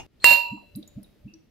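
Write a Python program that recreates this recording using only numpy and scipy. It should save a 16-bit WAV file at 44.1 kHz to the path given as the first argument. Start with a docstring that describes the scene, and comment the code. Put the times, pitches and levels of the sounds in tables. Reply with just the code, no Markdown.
"""The dying modes of an earlier knock are cut off sharply, over filtered noise as the hum of a kitchen.
A faint stream swells; small ticks of bubbles, drops and glass, decaying sines in noise bursts, echo in
a noise tail. A bottle neck slides on the rim of a tilted glass jug (narrow-band noise), then clinks:
cracks of noise, decaying glass modes and a dense clatter. Air glugs into the bottle as rising tones that
excite resonant air spaces, while the pouring and the ticks go on."""
import sys
import numpy as np
from scipy import signal
from scipy.fft import rfft, irfft, next_fast_len
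from scipy.io import wavfile
from scipy.ndimage import map_coordinates

SR = 44100
rng = np.random.default_rng(int(sys.argv[2]) if len(sys.argv) > 2 else 0)


def linear_from_db(decibels):
    """Turn decibels (scalar or array-like) into linear amplitude factors; 0 gives 1."""
    return 10 ** (np.asarray(decibels, float) / 20)


def master_out(mix):
    """Clip the mix to full scale and print it as 16-bit PCM to the path in sys.argv[1]."""
    frames = np.transpose(np.atleast_2d(mix))
    ceiling = np.clip(frames, -1, 1)
    pcm = np.round(ceiling * 32767).astype(np.int16)
    wavfile.write(sys.argv[1], SR, pcm)


N = 66150
BLOW_S = .2431  # when the neck strikes the rim

# Spectra give relative density; noise() scales the result to rms 1.
# likeness of left and right noise: (frequency [Hz], correlation [-1 to 1])
LIKENESS = [(60, .7), (300, 0.31), (2000, 0.55), (12000, 0.067)]
# modes of the earlier knock: (frequency [Hz], level re the whole ring [dB], t60 [s])
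EARLIER_MODES = [(790, 0, 0.11), (2810, -2, 0.15), (3510, -13, 0.075), (4350, -46, 5.0), (5260, -9, 0.052),
                 (6406, -7.5, 0.091), (7084, -26, 0.092), (7000, -23, 0.072), (7550, -40, 0.12)]
# spectrum of the earlier hiss: (frequency [Hz], density [dB])
EARLIER_SPECTRUM = [(18, -30), (30, 3), (311, -8), (569, -20), (801, 3), (1590, -27), (2540, -4),
                    (4080, -32), (5590, -15), (16000, -53)]
# spectrum of the kitchen hum: (frequency [Hz], density [dB])
KITCHEN_SPECTRUM = [(15, -29.5), (25, -8.5), (60, -5.5), (120, -11.5), (250, -11.5), (500, -22),
                    (1000, -33.5), (2500, -33.5), (5000, -38.5), (8000, -48.5), (13000, -46), (16500, -49)]
# course of the kitchen hum: (time [s], level [dB])
KITCHEN_LEVEL = [(.07, -66.5), (.2, -59), (0.601, -61), (0.899, -58.5), (1.15, -59.5), (1.35, -61.5),
                 (1.5, -63)]
# spectrum of the stream's hiss: (frequency [Hz], density [dB])
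HISS_SPECTRUM = [(250, -23), (400, 2.5), (900, -19.5), (2500, -8), (5000, -13.5), (7000, -18.5),
                 (11000, -15), (14000, -11), (15700, -12), (16500, -27)]
# strength of the flow: (time [s], level [dB])
FLOW = [(0.151, -30), (.3, -1.5), (.8, 0.5), (1.1, 0), (1.5, -11.5)]
# small ticks: bubbles, drops, soft jug tones near 590 Hz and a faint late glass ring:
# (time [s], frequency [Hz], level [dB], t60 [s], splash over the tone [dB])
TICKS = [(.200, 3610, -54.5, 0.013, -3.5), (.452, 604, -44, 0.074, -16), (.572, 913, -43, .12, -12.5),
         (.572, 1063, -53.5, 0.11, -13.5), (.622, 581, -48, 0.088, -12), (.752, 4020, -43.5, 0.033, -27),
         (.751, 4740, -46.5, 0.027, -8.5), (.759, 10590, -44.5, 0.061, 3), (.759, 13160, -48.5, 0.035, 4.5),
         (.827, 3833, -46, 0.032, -1.5), (.827, 575, -51, 0.071, -25), (.876, 6850, -48, 0.046, -4.5),
         (.876, 12130, -56, .025, 2.5), (.982, 597.4, -49, .08, -24), (1.031, 10500, -52, .05, -5),
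         (1.030, 11540, -56, .04, 1.5), (1.030, 5013, -79, 0.037, 19.5), (1.043, 3780, -52, 0.054, -14),
         (1.279, 2683, -55.5, 0.33, -29), (1.337, 4610, -55, 0.046, -2), (1.338, 5750, -44.5, 0.037, -17)]
# reverberation of the kitchen: (frequency [Hz], t60 [s])
ROOM_T60 = [(200, 0.3), (1000, 0.33), (4000, 0.55), (10000, .25), (16000, .2)]
# spectrum of glass grinding or cracking on glass: (frequency [Hz], density [dB])
CRACK_SPECTRUM = [(60, -35), (150, -26.5), (500, -8.5), (1500, -0.5), (2400, -1), (4200, -4.5),
                  (6200, -11.5), (8500, 0), (10300, -20.5), (13000, -16), (16000, -21.5)]
# contacts that crack and briefly change the ring, mostly choking it:
# (time [s], crack level [dB], ring change [dB], width of the change [s])
CONTACTS = [(.2430, -4, -6.5, .002), (.2715, -29.5, 0, 0.0016), (0.299, -28, -2, .003),
            (0.314, -33, 2, 0.0059), (0.368, -44, -7.5, 0.002), (.391, -43, -2.5, 0.0016)]
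# jug and bottle neck modes: (frequency [Hz], level [dB], t60 before the chatter's slowing [s],
# left-right difference [dB], unsteady share [0-1, anything above counts as 1])
GLASS_MODES = [(566.5, -33.5, 0.46, 3, .6), (591.4, -33, 0.35, 4.5, 1), (953, -25, 0.71, -13.5, .15),
               (1691, -33.5, 0.28, 0.5, .6), (2444, -34.5, 0.45, 4, 0.5), (2690, -24, 0.62, 10, 0.6),
               (2746.3, -10, 0.37, -11.5, .12), (2884, -29, .55, 5.5, 1), (4050, -42.5, 0.9, 2, 0),
               (4265, -24.5, 0.32, 9.5, 1), (3930, -29, .2, 0, 0), (4085, -28.5, 0.092, -3.5, 0.9),
               (4640, -45.5, .6, 0, 0.2), (4090, -39, .4, 1, 1.2), (4270, -36, 0.16, -0.5, 1.2),
               (7290, -38, 0.49, -4.5, 1.2), (8460, -39.5, .24, 2.5, 1.2), (9580, -41.5, 0.24, 1.5, 1.2),
               (12100, -37, .18, 3, .8), (14110, -34, .2, 1.5, .8), (15100, -41, 0.194, 3, .8)]
# spectrum of the dense small modes and their echo: (frequency [Hz], density [dB])
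CLATTER_SPECTRUM = [(60, -24.5), (120, -11.5), (400, -18), (600, -5.5), (1300, -12), (2400, -6),
                    (3300, -14), (4200, 3), (5200, -11.5), (6400, -18.5), (7200, -5), (7800, -31),
                    (8500, -5), (10300, -24), (11500, -11), (13500, -6.5), (15500, -7.5), (16500, -32)]
# their decay before the chatter's slowing: (frequency [Hz], t60 [s])
CLATTER_T60 = [(100, 0.23), (600, .35), (2000, 0.26), (4200, .33), (6200, 0.33), (7300, 0.24),
               (10500, 0.16), (13000, 0.33), (16000, .14)]
# air bubbles entering the bottle: (time of peak [s], level ahead of the air spaces [dB],
# frequency at peak [Hz], growth [1/s], fall width [s])
GLUGS = [(.320, -46, 205, 70, .010), (.530, -35.5, 225, 80, .011), (.769, -36, 215, 70, .017),
         (.977, -36.5, 210, 100, .007), (1.260, -40.5, 180, 90, .010), (1.350, -52, 325, 1, .018)]
# air spaces of bottle and jug: (frequency [Hz], bandwidth [Hz], gain [dB])
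AIR_SPACES = [(125, 24, 2), (204, 22, 6), (300, 32, 0)]


def along(points, hz):
    """Interpolation of (frequency, value) points on a logarithmic frequency axis."""
    f, v = np.transpose(points)
    return np.interp(np.log(hz + 1), np.log(f + 1), v)


def course(points):
    """Gain over time, interpolated linearly in dB between (time, level) points."""
    s, db = np.transpose(points)
    return linear_from_db(np.interp(np.arange(N) / SR, s, db))


def unit(x):
    """Normalisation to rms 1."""
    return x / np.sqrt(np.mean(x ** 2) + 1e-20)


def filtered(x, response):
    """Linear filtering: the spectrum times a complex response of frequency."""
    m = next_fast_len(N + SR // 2)
    return irfft(rfft(x, m) * response(np.fft.rfftfreq(m, 1 / SR)), m)[..., :N]


def peak(f, hz, width_hz):
    """Response of a damped, causal second-order resonator with gain 1 at its centre."""
    return 1j * f * width_hz / (hz * hz - f * f + 1j * f * width_hz + 1e-9)


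def noise(spectrum):
    """Stereo noise of rms 1; the ratio of mid to side sets the correlation of the channels."""
    def mid_side(hz):
        angle = np.arccos(np.clip(along(LIKENESS, hz), -1, 1)) / 2
        return linear_from_db(along(spectrum, hz)) * np.array([np.cos(angle), np.sin(angle)])

    mid, side = filtered(rng.standard_normal((2, N)), mid_side)
    return unit(np.array([mid + side, mid - side]))


def since(s):
    """Elapsed time after s, and a switch that opens there."""
    t = np.arange(N) / SR - s
    return np.maximum(t, 0), t >= 0


def sides(db):
    """Left and right gains that share a level difference symmetrically."""
    return linear_from_db(np.array([[db / 2], [-db / 2]]))


def wobble(rate, rows):
    """Band-limited random motion: splines through rate knots a second, at most 260."""
    knots = rng.standard_normal((rows, 400))
    return np.array([map_coordinates(k, [np.arange(N) * min(rate, 260) / SR]) for k in knots])


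def earlier():
    """Free decay of modes and hiss over a background of kitchen noise, until a sharp cut."""
    ring_db, hiss_db, background_db = -40, -39, -50.5
    hiss_t60_s, cut_s = .12, .0655
    t = np.arange(N) / SR
    ring = np.zeros((2, N))
    for hz, db, t60 in EARLIER_MODES:
        phase = rng.uniform(0, 2 * np.pi, (2, 1))
        ring += linear_from_db(db - 60 * t / t60) * np.sin(2 * np.pi * hz * t + phase)
    hiss = linear_from_db(hiss_db - 60 * t / hiss_t60_s) * noise(EARLIER_SPECTRUM)
    background = linear_from_db(background_db) * noise(KITCHEN_SPECTRUM)
    return (linear_from_db(ring_db) * ring + hiss + background) * (t < cut_s)


def kitchen():
    """Stationary coloured noise under a slow level curve: the hum of the room."""
    return course(KITCHEN_LEVEL) * noise(KITCHEN_SPECTRUM)


def stream():
    """Turbulent hiss and a noise-driven resonance, the jug's air tone, both follow the flow."""
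    tone_db, hiss_db = -69, -73.5  # at a flow of 0 dB
    air = unit(filtered(rng.standard_normal((2, N)), lambda f: peak(f, 584, 14)))  # Hz, width Hz
    tone = linear_from_db(tone_db + 2.8 * wobble(10.27, rows=1)) * air
    hiss = linear_from_db(hiss_db + 0.83 * wobble(25, rows=1)) * noise(HISS_SPECTRUM)
    return course(FLOW) * (tone + hiss)


def ticks():
    """Each tick is a damped oscillation inside a short splash of nearby noise."""
    pitch_rise, phase_wander_rad = .015, 1.7
    splash_t60_s, splash_width = .038, .3  # width as a share of the frequency
    attack_cycles = 2
    out = np.zeros((2, N))
    for s, hz, db, t60, splash_db in TICKS:
        t, on = since(s)
        cycles = hz * t * (1 + pitch_rise * np.minimum(t / t60, 1))
        phase = 2 * np.pi * cycles + phase_wander_rad * wobble(200, rows=2)
        tone = linear_from_db(-60 * t / t60) * np.sin(phase)
        spray = unit(filtered(rng.standard_normal((2, N)), lambda f: peak(f, hz, hz * splash_width) ** 2))
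        splash = linear_from_db(splash_db - 60 * t / splash_t60_s) * spray
        attack = 1 - np.exp(-t * hz / attack_cycles)
        out += linear_from_db(db) * on * attack * (tone + splash)
    return out


def room(x):
    """Reverberation: convolution with a noise tail whose every frequency decays at its own rate."""
    hz, t, z = signal.stft(rng.standard_normal((2, SR * 2 // 3)), SR, nperseg=256)
    fade = linear_from_db(-60 * t / along(ROOM_T60, hz)[:, None])
    tail = signal.istft(z * fade, SR, nperseg=256)[1]
    delayed = np.pad(x, (130, 0))[None]  # samples before the first reflection
    return signal.fftconvolve(delayed, tail / np.linalg.norm(tail[0]), axes=1)[:, :N]


def slide():
    """Friction: the neck rubs on the rim, a noisy resonance with grit that grows until the blow."""
    start_s, end_db, rise_db_per_s, grit_db = .203, -36.5, 650, -10
    before = np.minimum(np.arange(N) / SR - BLOW_S, 0)
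    rub = unit(filtered(rng.standard_normal(N), lambda f: peak(f, 4235, 150) ** 2))  # Hz, width Hz
    sliding = since(start_s)[1] * ~since(BLOW_S)[1]
    level = linear_from_db(end_db + rise_db_per_s * before)
    return sliding * level * (rub + linear_from_db(grit_db) * noise(CRACK_SPECTRUM))


def cracks():
    """Impact noise: each contact releases a broadband burst that decays exponentially."""
    t60_s = .012
    out, grit = np.zeros((2, N)), noise(CRACK_SPECTRUM)
    for s, db, _, _ in CONTACTS:
        t, on = since(s)
        out += on * linear_from_db(db - 60 * t / t60_s) * grit
    return out


def decay_time():
    """Slowed decay: the neck chatters on the rim and keeps feeding the ring until it lifts."""
    chatter_s, decay_share = .087, .24
    t, _ = since(BLOW_S)
    return np.minimum(t, chatter_s) * decay_share + np.maximum(t - chatter_s, 0)


def glass_ring():
    """Modal decay of the struck glass; liquid on the jug wall damps the low modes further."""
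    flutter_hz, flutter_per_hz = 20, .025  # knots a second, and more of them with pitch
    side_phase, side_phase_hz = .8, 1000  # rad either way, less above this frequency
    wet_s, wet_db_per_s, wet_hz = .52, 158, 880  # damping weakens above wet_hz
    t, _ = since(BLOW_S)
    aged, out = decay_time(), np.zeros((2, N))
    for hz, db, t60, pan, share in GLASS_MODES:
        share = np.clip(share, 0, 1)
        w = wobble(flutter_hz + flutter_per_hz * hz, rows=4)
        flutter = (w[:2] + 1j * w[2:]) / np.sqrt(2)
        offset = side_phase * min(side_phase_hz / hz, 1) ** 2 * np.array([[1], [-1]])
        swing = np.sqrt(1 - share ** 2) * np.exp(1j * offset) + share * flutter
        wet_db = wet_db_per_s * min(wet_hz / hz, 1) ** 2 * since(wet_s)[0]
        level = sides(pan) * linear_from_db(db - 60 * aged / t60 - wet_db)
        out += level * np.imag(swing * np.exp(2j * np.pi * hz * t))
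    choke_db = np.zeros(N)
    for s, _, change, width in CONTACTS:
        choke_db += change * np.exp(-.5 * ((np.arange(N) / SR - s) / width) ** 2)
    return out * linear_from_db(choke_db)


def clatter():
    """High modal density: the small modes of both glasses and their echo merge into fading noise."""
    start_db, scatter_db = -20, 3.5  # scatter: how unevenly the modes stand out

    def uneven(f):
        return linear_from_db(scatter_db * np.interp(f, np.arange(800) * 28, rng.standard_normal(800)))

    dense = unit(filtered(noise(CLATTER_SPECTRUM), uneven))
    hz, frames, z = signal.stft(dense, SR, nperseg=256)
    aged = np.interp(frames, np.arange(N) / SR, decay_time())
    fade = linear_from_db(-60 * aged / along(CLATTER_T60, hz)[:, None])
    return linear_from_db(start_db) * signal.istft(z * fade, SR, nperseg=256)[1][:, :N]


def clink():
    """Impact excitation: a slide leads in, contacts crack and the blow sets all modes ringing."""
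    attack_s = .0014
    onset = 1 - np.exp(-since(BLOW_S)[0] / attack_s)
    return slide() + cracks() + (glass_ring() + clatter()) * onset


def glugs():
    """A bubble's tone sweeps up to a ceiling as it pinches off and sets the air spaces resonating."""
    rise_s, ceiling_hz = .012, 370
    out = np.zeros(N)
    for s, db, hz, growth, fall in GLUGS:
        t = np.arange(N) / SR - s
        pitch = ceiling_hz / (1 + (ceiling_hz / hz - 1) * np.exp(-growth * np.clip(t, -.1, .1)))
        shape = np.exp(-.5 * (t / np.where(t < 0, rise_s, fall)) ** 2)
        phase = 2 * np.pi * np.cumsum(pitch) / SR
        out += linear_from_db(db) * shape * np.cos(phase - phase[round(s * SR)])
    return filtered(out, lambda f: 1 + sum(linear_from_db(db) * peak(f, hz, w) for hz, w, db in AIR_SPACES))


def scene():
    """Superposition of all sources; the clatter holds the clink's echo, ticks and glugs get the room's."""
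    echo_db = -7.5
    near = ticks() + glugs()
    echo = linear_from_db(echo_db) * room(near.mean(0))
    return earlier() + kitchen() + stream() + near + echo + clink()


def top_cut(x):
    """Nothing passes above the cut-off."""
    return signal.sosfilt(signal.butter(12, 16660, fs=SR, output="sos"), x)


def record(dry):
    """Saturation bends peaks smoothly towards a ceiling; a steep low-pass then limits the band."""
    ceiling, hardness, top_hz = .93, 8, 15750
    clipped = dry / (1 + np.abs(dry / ceiling) ** hardness) ** (1 / hardness)
    limited = filtered(clipped, lambda hz: 1 / (1 + (hz / top_hz) ** 80))
    return top_cut(limited)


dry = scene()
out = record(dry)
master_out(out)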